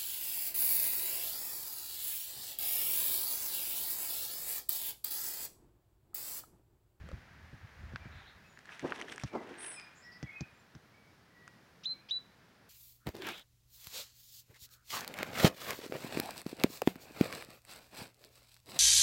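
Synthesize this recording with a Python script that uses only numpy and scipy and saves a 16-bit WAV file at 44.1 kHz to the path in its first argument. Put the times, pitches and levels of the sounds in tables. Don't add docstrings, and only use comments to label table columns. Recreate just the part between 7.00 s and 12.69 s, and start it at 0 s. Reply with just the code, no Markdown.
import sys
import numpy as np
from scipy import signal
from scipy.fft import rfft, irfft
from scipy.io import wavfile

SR = 44100
rng = np.random.default_rng(int(sys.argv[2]) if len(sys.argv) > 2 else 0)


def generate_wav(sig):
    pcm = np.round(np.clip(np.atleast_2d(sig).T, -1, 1) * 32767).astype(np.int16)
    wavfile.write(sys.argv[1], SR, pcm)


N = 250929
TIME = np.arange(N) / SR


def from_db(db):
    return 10 ** (np.asarray(db) / 20)


def unit_level(x):
    return x / np.sqrt(np.mean(x ** 2) + 1e-20)


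def swells(rows):
    power = sum(from_db(2 * db) * np.exp(-2 * np.maximum((s - TIME) / rise_s, (TIME - s) / fall_s))
                for s, db, rise_s, fall_s in rows)
    return np.sqrt(power)


def smooth_step(t, middle_s, width_s):
    return .5 + .5 * np.tanh((t - middle_s) / (2 * width_s))


def drift(per_s, size=N):
    points = rng.standard_normal(8000)
    return np.interp(np.arange(size) * per_s / SR, np.arange(len(points)), points) * np.sqrt(3 / 2)


def coloured(x, spectrum):
    hz, db = np.transpose(spectrum)
    f = np.maximum(np.fft.rfftfreq(N, 1 / SR), 1)
    gain = from_db(np.interp(np.log(f), np.log(hz), db))
    edge_fade = np.minimum(f / hz[0], 1) ** 2 * np.minimum(hz[-1] / f, 1) ** 2
    return unit_level(irfft(rfft(x) * gain * edge_fade, N))


def grains(per_s, spread_db):
    sizes = from_db(spread_db * np.minimum(rng.exponential(1, N), 4))
    return (rng.random(N) < per_s / SR) * sizes * rng.choice([-1, 1], N)


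def ring(x, hz, t60):
    decay, angle = from_db(-60 / (t60 * SR)), 2 * np.pi * hz / SR
    return signal.lfilter([0, np.sin(angle)], [1, -2 * decay * np.cos(angle), decay ** 2], x + 1e-18)


def band(x, low_hz, high_hz):
    return signal.sosfilt(signal.butter(2, [low_hz, high_hz], "band", fs=SR, output="sos"), x)


def add(out, s, sound):
    at = max(round(s * SR), 0)
    out[at:at + len(sound)] += sound[:max(N - at, 0)]


# frequency in Hz, relative strength in dB.
AIR_SPECTRUM = [(25, -21), (70, -3.5), (166, 1.5), (262, -5), (350, -6.5), (600, -9), (1100, -11),
                (1700, -10.5), (2300, -15), (2900, -18.5), (5000, -19.5), (8000, -30.5), (16000, -32)]
def air(level_db=-63.5):
    return from_db(level_db + .5 * drift(7.5)) * coloured(rng.standard_normal(N), AIR_SPECTRUM)


# frequency in Hz, relative strength in dB.
WIND_SPECTRUM = [(25, -18), (45, -1), (75, 6.5), (130, -3.5), (200, -11), (350, -24.5), (700, -32)]
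# peak time in seconds, relative level in dB, rise and fall in seconds.
WIND_PUFFS = [(.01, -50, 0.017, 0.2), (.137, -40, 0.0081, 0.017), (.36, -57.5, 0.051, 0.27),
              (.65, -50, 0.019, 0.016), (.87, -48, 0.07, 0.218), (1.06, -48, 0.0235, 0.069),
              (1.18, -53, .03, 0.031)]
def wind(gain_db=0.5, lumps_db=3.0):
    lumps = from_db(gain_db + lumps_db * drift(30.35))
    return swells(WIND_PUFFS) * lumps * coloured(rng.standard_normal(N), WIND_SPECTRUM)


# frequency in Hz, relative strength in dB.
CREASE_SPECTRUM = [(700, -12), (1600, -3.5), (2500, -4), (3500, -6.5), (4600, -15.5), (5600, -11.5),
                   (7000, -20.5), (9300, -21), (11000, -28.5), (16000, -45)]
SLEEVE_SPECTRUM = [(60, -18.5), (150, -12.5), (240, -2), (390, 2), (540, -6), (850, -6), (1400, -15.5),
                   (2500, -34.5), (5000, -37.5), (9000, -51), (14000, -65)]
# peak time in seconds, relative level in dB, rise and fall in seconds.
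CREASE_SWELLS = [(1.73, -58.5, 0.085, 0.124), (1.86, -53, .05, .12), (2.0, -53, 0.067, 0.049),
                 (2.125, -50, 0.047, 0.015), (2.2, -56.5, 0.025, 0.11), (2.66, -54, 0.14, 0.11),
                 (3.35, -74, 0.225, .25)]
SLEEVE_BRUSHES = [(1.85, -35.5, .008, 0.0282), (1.917, -42.5, 0.027, 0.024), (2.0, -47, 0.039, 0.059),
                  (2.12, -52, 0.039, 0.0546), (2.356, -33.5, 0.013, 0.024), (2.42, -46, 0.04, .04),
                  (2.51, -48.5, 0.05, 0.049), (2.64, -55, 0.098, 0.083)]
def cloth(snap_db=-5):
    folds = coloured(grains(per_s=3500, spread_db=2.7) * from_db(4.4 * drift(130)), CREASE_SPECTRUM)
    snaps = sum(ring(grains(per_s=26, spread_db=3.8), hz, t60=0.0052) for hz in (1660, 2192, 2640, 3260))
    creases = swells(CREASE_SWELLS) * (folds + from_db(snap_db) * unit_level(snaps))
    sleeve = swells(SLEEVE_BRUSHES) * coloured(grains(per_s=6000, spread_db=1.2), SLEEVE_SPECTRUM)
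    return creases + sleeve


# multiple of the bump's pitch, relative level in dB, ring time in seconds.
CASING_TONES = [(0.621, -7.5, 0.019), (1.05, -1, 0.017), (1.65, -9.5, 0.0187), (2.6, -16.5, 0.0204)]
# start in seconds, relative level in dB, pitch in Hz that it slides through, hardness in dB.
FINGER_BUMPS = [(0.129, -41.5, 135, -26), (0.529, -41.5, 112, -40), (0.935, -34.5, 96.4, -30),
                (1.056, -37, 93, -38), (1.827, -35, 224, -38), (1.843, -32.5, 250.3, -40),
                (2.333, -40, 281, -15), (2.2361, -27.5, 106.2, -5.5), (3.2285, -31.5, 115, -8),
                (3.408, -30.5, 122.6, -7.5), (3.751, -42, 113.4, -7.5)]
def finger_bumps(sag=0.47, sag_s=0.016, chatter_s=0.0063, click_db=-2, attack_s=0.001154):
    thuds, clicks, t = np.zeros(N), np.zeros(N), TIME[:6000]
    snap_and_chatter = np.exp(-t / 0.0009) + 0.5 * np.exp(-t / chatter_s)
    for s, db, hz, hard_db in FINGER_BUMPS:
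        sinking_hz = hz * (1 + sag * (np.exp(-t / sag_s) - .3))
        phase = 2 * np.pi * np.cumsum(sinking_hz) / SR
        tones = sum(from_db(tone_db) * np.exp(-(t / ring_s) ** 2) * np.cos(ratio * phase)
                    for ratio, tone_db, ring_s in CASING_TONES)
        add(thuds, s, -from_db(db) * tones * (1 - np.exp(-t / attack_s)))
        add(clicks, s, from_db(db + hard_db + click_db) * snap_and_chatter)
    return band(thuds, 64, 1200) + contact_clicks(clicks)


# frequency in Hz, relative strength in dB.
CLICK_SPECTRUM = [(250, 1), (700, 1.5), (1500, -2), (2700, -17), (4000, -11.5), (5700, 0), (7500, -17),
                  (10000, -50), (14000, -42)]
def contact_clicks(loudness):
    return band(loudness * coloured(rng.standard_normal(N), CLICK_SPECTRUM), 210, 8000)


def tree_echo(x, t60, delay_s):
    t = TIME[:SR]
    tail = rng.standard_normal(SR) * from_db(-60 * t / t60) * (t > delay_s)
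    return signal.fftconvolve(x, tail / np.linalg.norm(tail))[:N]


# start in seconds, length in seconds, pitch in Hz, relative level in dB.
BUZZY_NOTES = [(1.103, 0.112, 3770, -63.5), (1.228, 0.021, 3330, -62), (1.248, 0.048, 3780, -60.5),
               (2.947, 0.057, 7230, -65.5), (3.017, 0.0457, 5200, -60.5), (3.113, 0.029, 5170, -57.5)]
def far_buzzes(depth_hz=280, scoop_share=0.133, trill_hz=140):
    out = np.zeros(N)
    for s, length, hz, db in BUZZY_NOTES:
        t = TIME[:round(length * SR)]
        scoop = 1 - scoop_share * np.exp(-t / 0.00705)
        trill = 0.45 * np.sin(2 * np.pi * trill_hz * t) + 0.8 * drift(710, len(t))
        phase = 2 * np.pi * np.cumsum(hz * scoop + depth_hz * trill) / SR
        add(out, s, from_db(db) * signal.windows.tukey(len(t), .3) * np.sin(phase))
    return out


# start and length in seconds, first, middle and last pitch in Hz, relative level in dB.
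WHISTLES = [(0.977, 0.085, 2350, 2350, 2316, -60), (1.443, 0.02, 2580, 2560, 2640, -58),
            (1.467, .1, 7050, 6887, 6900, -68), (2.1, 0.026, 8000, 8030, 8130, -56.5),
            (2.266, .08, 2330, 2330, 2210, -57), (2.34, 0.061, 2220, 2063, 1960, -53),
            (2.58, 0.17, 9450, 9820, 9040, -43.5), (2.573, 0.18, 8330, 8370, 7730, -47),
            (2.724, 0.11, 5400, 5074, 4920, -54), (2.76, 0.048, 2580, 2426, 2416, -45),
            (3.032, .08, 1910, 1942, 1961, -50.5), (3.11, 0.095, 1950, 1960, 1970, -51),
            (3.206, 0.074, 1970, 1966, 1920, -55), (3.197, 0.114, 3450, 3353, 3320, -66),
            (3.262, 0.063, 2330, 2157, 2180, -45.5), (3.315, 0.1098, 2433, 2523, 2363, -47),
            (3.525, 0.098, 7450, 7230, 7200, -73), (3.916, .16, 2210, 2291, 2180, -62.5),
            (4.298, 0.23, 1960, 1933, 1913, -59.5), (4.925, 0.051, 2350, 2290, 2228, -63.5),
            (4.992, 0.072, 2250, 2480, 2100, -64)]
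def far_whistles(waver_share=0.008, flicker_db=1.5, arch_db=10):
    out = np.zeros(N)
    for s, length, start_hz, middle_hz, end_hz, db in WHISTLES:
        size = round(length * SR)
        along = np.linspace(-1, 1, size)
        hz = np.polyval(np.polyfit([-1, 0, 1], [start_hz, middle_hz, end_hz], 2), along)
        phase = 2 * np.pi * np.cumsum(hz * (1 + waver_share * drift(290, size))) / SR
        level = from_db(db - arch_db * along ** 2 + flicker_db * drift(96, size))
        add(out, s, signal.windows.tukey(size, .08) * level * np.sin(phase))
    return out


# start and length in seconds, held pitch in Hz, accent level in dB, swell level in dB.
CLOSE_CHIRPS = [(4.833, 0.1043, 4090, -29, -34.5), (5.086, 0.099, 3963, -26.5, -36)]
def close_chirps(sweep_share=.36, creep_hz_per_s=440, lock_s=.024, swell_s=0.082, flutter_hz=210):
    out = np.zeros(N)
    for s, length, pitch_hz, accent_db, swell_db in CLOSE_CHIRPS:
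        t = TIME[:round(length * SR)]
        sweep = 1 - sweep_share * (1 - smooth_step(t, middle_s=0.02, width_s=.0035))
        hz = pitch_hz * sweep + creep_hz_per_s * (t - swell_s)
        rasp = 1 - smooth_step(t, middle_s=0.02, width_s=0.0029)
        phase = 2 * np.pi * np.cumsum(hz * (1 + 0.093 * rasp * drift(1160, len(t)))) / SR
        overtone = from_db(-48) + rasp ** 2 * from_db(-3)
        tone = (1 - .5 * rasp) * np.sin(phase) + overtone * np.sin(2 * phase)
        flutter = 1 + 0.3 * np.sqrt(rasp) * np.sin(2 * np.pi * flutter_hz * t)
        hiss = rasp * from_db(-4) * unit_level(band(rng.standard_normal(len(t)), 3000, 3970))
        hoarse = from_db(-44.5 + 327 * np.minimum(t - lock_s, 0))
        locked = smooth_step(t, lock_s, width_s=.0005)
        accent = from_db(accent_db) * np.exp(-np.maximum(t - lock_s, 0) / 0.029)
        swell = from_db(swell_db) * np.exp(-((t - swell_s) / 0.019) ** 2)
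        edge_fade = np.minimum(np.minimum(t, length - t) / 0.0038, 1)
        level = edge_fade * ((1 - locked) * hoarse + locked * (accent + swell))
        add(out, s, level * (flutter * tone + hiss))
    return out


# frequency in Hz, relative strength in dB.
GRAVEL_SPECTRUM = [(300, -19), (700, -3), (1100, -3), (1700, 4), (2400, -4), (3000, -9.5), (4500, -16),
                   (7000, -23.5), (12000, -72)]
# peak time in seconds, relative level in dB, rise and fall in seconds.
GRAVEL_SHIFTS = [(.1, -66, 0.16, 0.48), (1.2, -62, 1, 0.221), (1.7, -59.5, 0.026, 0.096),
                 (1.9, -58.5, 0.15, .2), (2.68, -58, 0.3, 0.25), (3.35, -68.5, 0.235, .35)]
def gravel(gain_db=4.5, rest_db=-75):
    level = np.hypot(from_db(gain_db) * swells(GRAVEL_SHIFTS), from_db(rest_db))
    return level * coloured(grains(per_s=12000, spread_db=2.9), GRAVEL_SPECTRUM)


# start in seconds, relative level in dB, pitch in Hz, crispness in dB.
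GRIT_TICKS = [(0.088, -38, 1290, -14.5), (0.115, -35.5, 1300, -17), (0.9585, -21, 1550, -19.5),
              (1.573, -36, 1780, -21.5), (1.589, -37.5, 1700, -13.5), (1.655, -38.5, 1850, -13.5),
              (1.691, -29, 1686, -33), (1.72, -35, 2490, -32), (1.794, -31.5, 1960, -13),
              (1.921, -15, 1580, -51), (1.954, -42, 1644, -12), (2.001, -36, 1970, -19),
              (2.013, -23, 2030, -14), (2.021, -27, 3000, -18), (2.083, -31, 1880, -17),
              (2.159, -39, 1710, -3), (2.179, -27, 1720, -16.5), (2.197, -30, 2410, -14.5),
              (2.213, -36, 1650, -14), (2.662, -36, 2600, -11), (2.797, -29, 2480, -15.5),
              (4.477, -33.5, 1520, -14.5)]
def grit_ticks(body_t60=0.0074, upper_t60=0.0026, crack_t60=0.0096, scatter_t60=0.03):
    out, t = np.zeros(N), TIME[:2000]
    dull = signal.butter(3, 3900, fs=SR, output="sos")
    attack = 1 - np.exp(-t / 0.0001965)
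    for s, db, hz, crisp_db in GRIT_TICKS:
        noise = rng.standard_normal((2, len(t)))
        body = np.sin(2 * np.pi * hz * t) * from_db(-2 - 60 * t / body_t60)
        upper = np.sin(2 * np.pi * 1.47 * hz * t) * from_db(-7 - 60 * t / upper_t60)
        reach_hz = np.interp(crisp_db, [-20, -10], [5000, 9500])
        crack = 2 * band(noise[0], 2300, reach_hz) * from_db(crisp_db - 1 - 60 * t / crack_t60)
        scatter = 3 * band(noise[1], 830, 2470) * from_db(-21 - 60 * t / scatter_t60)
        knock = signal.sosfilt(dull, (body + upper) * attack + scatter)
        add(out, s + 0.000898, from_db(db) * (knock + crack))
    return signal.sosfilt(signal.butter(8, 9800, fs=SR, output="sos"), out)


# pitch in Hz, relative level in dB, seconds to fade by 60 dB.
PLANK_TONES = [(517.6, -5, 0.035), (550.5, -7.5, 0.033), (1294, -23, 0.045)]
# start in seconds, relative level in dB.
CLAW_TAPS = [(.090, -44), (0.115, -41), (.919, -50)]
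def pheasant_steps():
    taps = np.zeros(N)
    for s, db in CLAW_TAPS:
        taps[round(s * SR)] = from_db(db)
    return sum(from_db(db) * ring(taps, hz, t60) for hz, db, t60 in PLANK_TONES)


def scene():
    chirps, whistles, buzzes = close_chirps(), far_whistles(), far_buzzes()
    near = chirps + from_db(-16.5) * tree_echo(chirps, t60=0.31, delay_s=0.011)
    far = from_db(-4) * whistles + from_db(-2.5) * buzzes
    early_echo = tree_echo(from_db(-4.5) * whistles + buzzes, t60=0.25, delay_s=0.0092)
    late_echo = tree_echo(band(whistles + buzzes, 1600, 5400), t60=0.64, delay_s=0.021)
    birds = near + far + early_echo + from_db(-10.5) * late_echo
    return (birds + air() + grit_ticks() + finger_bumps() + pheasant_steps()
            + gravel() + cloth() + wind())[None]


def record(dry, cutoff_hz=15900):
    return signal.sosfilt(signal.ellip(10, .1, 70, cutoff_hz, fs=SR, output="sos"), dry)


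dry = scene()
out = record(dry)
generate_wav(out)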